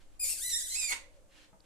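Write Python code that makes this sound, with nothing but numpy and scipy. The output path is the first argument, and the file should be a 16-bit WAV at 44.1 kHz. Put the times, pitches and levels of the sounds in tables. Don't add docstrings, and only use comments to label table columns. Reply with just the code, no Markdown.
import sys
import numpy as np
from scipy import signal
from scipy.fft import rfft, irfft
from scipy.io import wavfile
from scipy.ndimage import map_coordinates

SR = 44100
rng = np.random.default_rng(int(sys.argv[2]) if len(sys.argv) > 2 else 0)


def to_wav(s):
    ch = np.atleast_2d(s).T
    pcm = np.round(np.clip(ch, -1, 1) * 32767)
    wavfile.write(sys.argv[1], SR, pcm.astype(np.int16))


N = 72765
T, HZ = np.arange(N) / SR, np.fft.rfftfreq(N, 1 / SR)
EDGE_HZ = 15600

# (frequency [Hz], relative level [dB])
AIR_COLOUR = [(15, 7), (30, 4.5), (55, -5), (95, -12.5), (150, -21.5), (300, -22), (600, -23), (1000, -28),
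              (2500, -37), (5000, -38.5), (7500, -33.5), (11000, -40), (15500, -53)]
# (frequency [Hz], likeness [0-1])
AIR_LIKENESS = [(30, 0.076), (120, 0.28), (300, 0.73), (1000, 0.19), (4000, 0.033)]
# (frequency [Hz], left over right [dB])
AIR_BALANCE = [(30, -1), (70, 15.5), (200, -5), (600, -5), (8000, 1.5)]
AIR_DB, RUMBLE_HZ = -55, 114
# (time [s], level [dB])
RUMBLE_LEVEL = [(0, -3.5), (.17, 1.5), (.35, 0.5), (1.0, 1), (1.2, -3), (1.3, -9.5), (1.65, -8)]
# (frequency [Hz], width [Hz], level [dB])
HUMS = [(303.3, 3.7, -76.5), (528, 30, -81.5)]
# (time [s], level [dB])
RING_LEVEL = [(.15, -107), (.24, -65), (.4, -80), (.98, -75.5), (1.1, -62), (1.27, -73), (1.36, -79)]
RING_HZ, RING_WIDTH_HZ = 552, 40

# (start [s], attack [s], hold [s], time to fall 60 dB [s], level [dB])
RUSTLES = [(0, 0.005, 0.0073, 0.17, -68), (0.063, 0.078, 0.019, 0.092, -79),
           (1.08, 0.067, 0.015, 0.21, -76), (1.279, 0.087, 0.082, 0.1, -65.5), (1.628, 0.025, .02, .1, -69)]
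# (frequency [Hz], relative level [dB])
CLOTH_COLOUR = [(200, -13), (600, -12), (1700, -1), (2800, 1), (4500, -4.5), (8000, -11.5), (11000, -17),
                (15500, -31)]

# (time [s], pitch [Hz])
PITCH = [(.196, 2417), (.211, 2500), (.238, 2410), (.252, 2300), (.266, 2380), (.28, 2290), (.29, 2470),
         (.301, 2830), (.32, 2750), (.34, 2447), (.358, 1900), (.392, 1443), (.44, 1990), (.458, 1985),
         (.472, 2045), (.495, 1946), (.51, 2060), (.528, 1835), (.552, 1820), (.568, 1985), (.58, 1814),
         (.592, 1805), (.606, 1577), (.634, 1975), (.65, 1950), (.672, 1540), (.697, 1989), (.718, 2100),
         (.742, 2020), (.758, 2470), (.784, 2650), (.822, 2440), (.868, 2385), (.9, 2200), (.93, 2170)]
# (time [s], level [dB])
EFFORT = [(.194, -53), (.198, -39.5), (.214, -37), (.24, -33), (.272, -38), (.3, -32), (.325, -37),
          (.345, -44), (.38, -44), (.44, -38.5), (.49, -38), (.55, -32.5), (.59, -38.5), (.612, -39.5),
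          (.635, -41.5), (.668, -44), (.705, -40.5), (.738, -37), (.765, -36), (.85, -35.5), (.866, -40),
          (.915, -34), (.93, -59), (.94, -77)]
# (time [s], roughness [0-1], strength of the half-pitch lines [0-1])
THROAT_STATE = [(.2, 0.2, 0), (.236, 0.22, 0), (.256, 1.03, 0.18), (.3, 0.71, 0.04), (.35, 0.92, 0.26),
                (.41, .5, 0.05), (.45, 0.2, 0.4), (.485, 0.07, 0.42), (.508, 1, 0.23), (.532, 0.1, .03),
                (.562, 0.33, 0.03), (.6, 0.65, 0), (.635, 0.4, 0), (.665, 0.47, 0), (.7, 0.48, 0.28),
                (.74, 0.77, 0.76), (.775, 0.04, 0.14), (.798, 0.25, 0.36), (.815, .55, 0.48),
                (.85, .2, 0.36), (.88, 0.63, 0.13), (.92, 0.7, 0.3)]
# (time [s], extra level of the fundamental [dB], treble slope above PIVOT_HZ [dB/octave])
MOUTH_SHAPE = [(.2, -6, 6.5), (.3, -0.5, 11.5), (.4, 0.5, 7.5), (.47, 0.5, 5.5), (.54, 0.5, -9),
               (.66, 0.5, 6), (.735, -5, -12.5), (.78, 1, -10.5), (.85, 2, -14.5), (.92, 8, -4.5)]
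# (frequency [Hz], level [dB])
TONE_RESPONSE = [(700, -45), (1300, -24.5), (1900, -12.5), (2500, -6), (3000, -18), (3700, -4), (5000, -9),
                 (6200, -5), (7400, 0.5), (8600, 0), (9900, -4.5), (11500, -9.5), (15500, -23.5)]
# (frequency [Hz], relative level [dB])
HISS_RESPONSE = [(300, -36), (1300, -42), (2200, -13), (2900, -19.5), (3700, -12.5), (4700, -4.5),
                 (6000, -7), (7600, 0.5), (9900, 0.5), (12000, -7.5), (15500, -21)]
PIVOT_HZ = 7160
WAVER, WAVER_HZ = 0.00367, 94
JITTER, JITTER_HZ = 0.0313, 448
SHIMMER, FLUTTER_HZ = 0.52, 297.1
HISS_SHARE, HISS_GROWTH = 0.82, 1.18

# (time [s], level [dB])
STEPS = [(.33, -61.5), (1.53, -55)]
# (frequency [Hz], relative level [dB], time to fall 60 dB [s])
FLOOR_MODES = [(200, -9.5, 0.1), (296, -2.5, 0.029), (649, -9, 0.12), (848, -12, 0.12), (935, -5, 0.059),
               (1231, -11, 0.091), (2060, -25, .1)]

# (time [s], level [dB])
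RASP_LEVEL = [(.72, -90), (.755, -55), (.785, -67), (.835, -51.5), (.865, -69), (.912, -43), (.94, -98)]
# (frequency [Hz], relative level [dB])
PUFF_COLOUR = [(120, -54), (280, -10), (500, -10), (1000, -1.5), (1450, -3.5), (2200, 4), (3100, -2),
               (6000, -6.5), (9000, -3.5), (12000, -39), (15500, -23)]
PUFF_S, PUFF_ATTACK_S, PUFF_HOLD_S, PUFF_T60_S, PUFF_DB = .917, .006, .005, .04, -33.5

TICK_S, TICK_HZ, TICK_WIDTH_HZ, TICK_LENGTH_S, TICK_DB = 1.606, 4340, 820, 0.0015, -62

# (frequency [Hz], time to fall 60 dB [s])
ROOM_T60 = [(250, 0.39), (1000, 0.32), (2300, 0.31), (6000, .27), (10000, 0.21), (15000, 0.23)]
ROOM_DB, ROOM_GAP_S = -3, 0.0059
EARLY_DB, EARLY_S = -0.5, .012
# (frequency [Hz], left over right [dB])
ANIMAL_BALANCE = [(500, -1.5), (2000, -3), (4000, -2.5), (6000, -1.5), (7400, -9.5), (8500, 7), (10000, 8),
                  (14000, 1.5)]
# (time [s], lag of the left ear [ms], extra left over right [dB])
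BEARING = [(.2, -0.053, 2.5), (.5, 0.0023, -0.5), (.8, 0.393, -1.5), (.93, 0.386, -2)]


def amp(db):
    return 10 ** (np.asarray(db) / 20)


def unit(x):
    return x / np.sqrt(np.mean(x ** 2) + 1e-20)


def curve(rows):
    times, *columns = np.transpose(rows)
    return [np.interp(T, times, column) for column in columns]


def read(points, hz):
    table_hz, value = np.transpose(points)
    return np.interp(np.log(hz + 1), np.log(table_hz + 1), value)


def colour(x, gain):
    return irfft(rfft(x) * gain, N)


def noise(gain):
    return unit(colour(rng.standard_normal(N), gain))


def band(hz, width_hz):
    return noise(np.exp(-.5 * ((HZ - hz) / width_hz) ** 2))


def wander(rate_hz):
    values = rng.standard_normal(size=2000)
    return unit(np.interp(T * rate_hz, np.arange(len(values)), values))


def swell(start, attack, hold, t60, db):
    rise = np.clip((T - start) / attack, 0, 1)
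    release_age = np.maximum(T - start - attack - hold, 0)
    return rise * amp(db) * .001 ** (release_age / t60)


def place(x, sides):
    gains = amp(np.outer([.5, -.5], read(sides, HZ)))
    return colour(x, gains / np.sqrt((gains ** 2).mean(0)))


def background():
    a, b = (noise(amp(read(AIR_COLOUR, HZ))) for _ in range(2))
    same = read(AIR_LIKENESS, HZ)
    other = colour(a, same) + colour(b, np.sqrt(1 - same ** 2))
    air = amp(AIR_DB) * place(np.array([a, other]), AIR_BALANCE)
    low = colour(air, 1 / (1 + (HZ / RUMBLE_HZ) ** 4))
    rumble = low * amp(curve(RUMBLE_LEVEL)[0])
    hum = sum(amp(db) * band(hz, width) for hz, width, db in HUMS)
    ring = amp(curve(RING_LEVEL)[0]) * band(RING_HZ, RING_WIDTH_HZ)
    return air - low + rumble + hum + ring


def rustles(grain_db=1.5, grain_hz=150):
    grain = amp(grain_db * band(0, grain_hz))
    strokes = sum(swell(*row) for row in RUSTLES)
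    return strokes * unit(noise(amp(read(CLOTH_COLOUR, HZ))) * grain)


def yip():
    (hz,), (effort_db,) = curve(PITCH), curve(EFFORT)
    base_db, slope_db = curve(MOUTH_SHAPE)
    rough, half = np.clip(curve(THROAT_STATE), 0, 1)
    wobble = WAVER * band(0, WAVER_HZ) + JITTER * rough * band(0, JITTER_HZ)
    phase = 2 * np.pi * np.cumsum(hz * (1 + wobble)) / SR
    flutter = SHIMMER * np.sqrt(rough)
    tone, power = np.zeros(N), np.zeros(N)
    for k in np.arange(2, 21) / 2:
        line_hz = k * hz
        slope = slope_db * np.maximum(np.log2(line_hz / PIVOT_HZ), 0)
        gain = amp(read(TONE_RESPONSE, line_hz) + base_db * (k == 1) + slope)
        gain = gain * (line_hz < EDGE_HZ) * (half if k % 1 else 1)
        turn = k * phase + 2 * np.pi * rng.random()
        steady_part = np.cos(turn) * (1 + flutter * wander(FLUTTER_HZ))
        tone += gain * (steady_part + np.sin(turn) * flutter * wander(FLUTTER_HZ))
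        power += gain ** 2 * (.5 + flutter ** 2)
    hiss = unit(noise(amp(read(HISS_RESPONSE, HZ))) * (1 + 0.32 * np.cos(phase)))
    share = np.clip(HISS_SHARE * rough ** HISS_GROWTH, 0, 1)
    voice = np.sqrt((1 - share ** 2) / power) * tone + share * hiss
    calling = (T > EFFORT[0][0]) * (T < EFFORT[-1][0])
    return amp(effort_db) * calling * voice


def steps():
    out = np.zeros(N)
    for start, db in STEPS:
        age = np.maximum(T - start, 0)
        for hz, mode_db, t60 in FLOOR_MODES:
            out += amp(db + mode_db - 60 * age / t60) * np.sin(2 * np.pi * hz * age)
    return out


def puff():
    rasping = (T > RASP_LEVEL[0][0]) * (T < RASP_LEVEL[-1][0])
    rasp = amp(curve(RASP_LEVEL)[0]) * rasping
    burst = swell(PUFF_S, PUFF_ATTACK_S, PUFF_HOLD_S, PUFF_T60_S, PUFF_DB)
    return (rasp + burst) * noise(amp(read(PUFF_COLOUR, HZ)))


def tick():
    pulse = np.exp(-.5 * ((T - TICK_S) / TICK_LENGTH_S) ** 2)
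    return amp(TICK_DB) * band(TICK_HZ, TICK_WIDTH_HZ) * pulse


def room(x):
    hz, t, grid = signal.stft(rng.standard_normal((2, N)), SR, nperseg=256)
    fading = grid * amp(-60 * t / read(ROOM_T60, hz)[:, None])
    tail = signal.istft(fading, SR, nperseg=256)[1][:, :N]
    tail = tail * np.clip(T / ROOM_GAP_S - 1, 0, 1)
    response = amp(ROOM_DB) * tail / np.linalg.norm(tail[0])
    response[:, 0] += 1
    for ear in response:
        delays = rng.uniform(.1, 1, size=6) * EARLY_S
        signs = rng.choice([-1, 1], len(delays))
        ear[(delays * SR).astype(int)] += amp(EARLY_DB) * signs / np.sqrt(len(delays))
    return signal.fftconvolve(x[None], response, axes=1)[:, :N]


def moving(pair):
    lag_ms, side_db = curve(BEARING)
    left = map_coordinates(pair[0], [np.arange(N) - lag_ms * SR / 1000], order=5)
    return np.array([left * amp(side_db / 2), pair[1] / amp(side_db / 2)])


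def scene():
    animal = moving(place(room(yip() + puff()), ANIMAL_BALANCE))
    return background() + room(rustles() + steps()) + animal + tick()


def record(dry):
    low_pass = signal.firwin(511, EDGE_HZ, window=("kaiser", 9), fs=SR)
    return signal.oaconvolve(dry, low_pass[None], "same")


dry = scene()
out = record(dry)
to_wav(out)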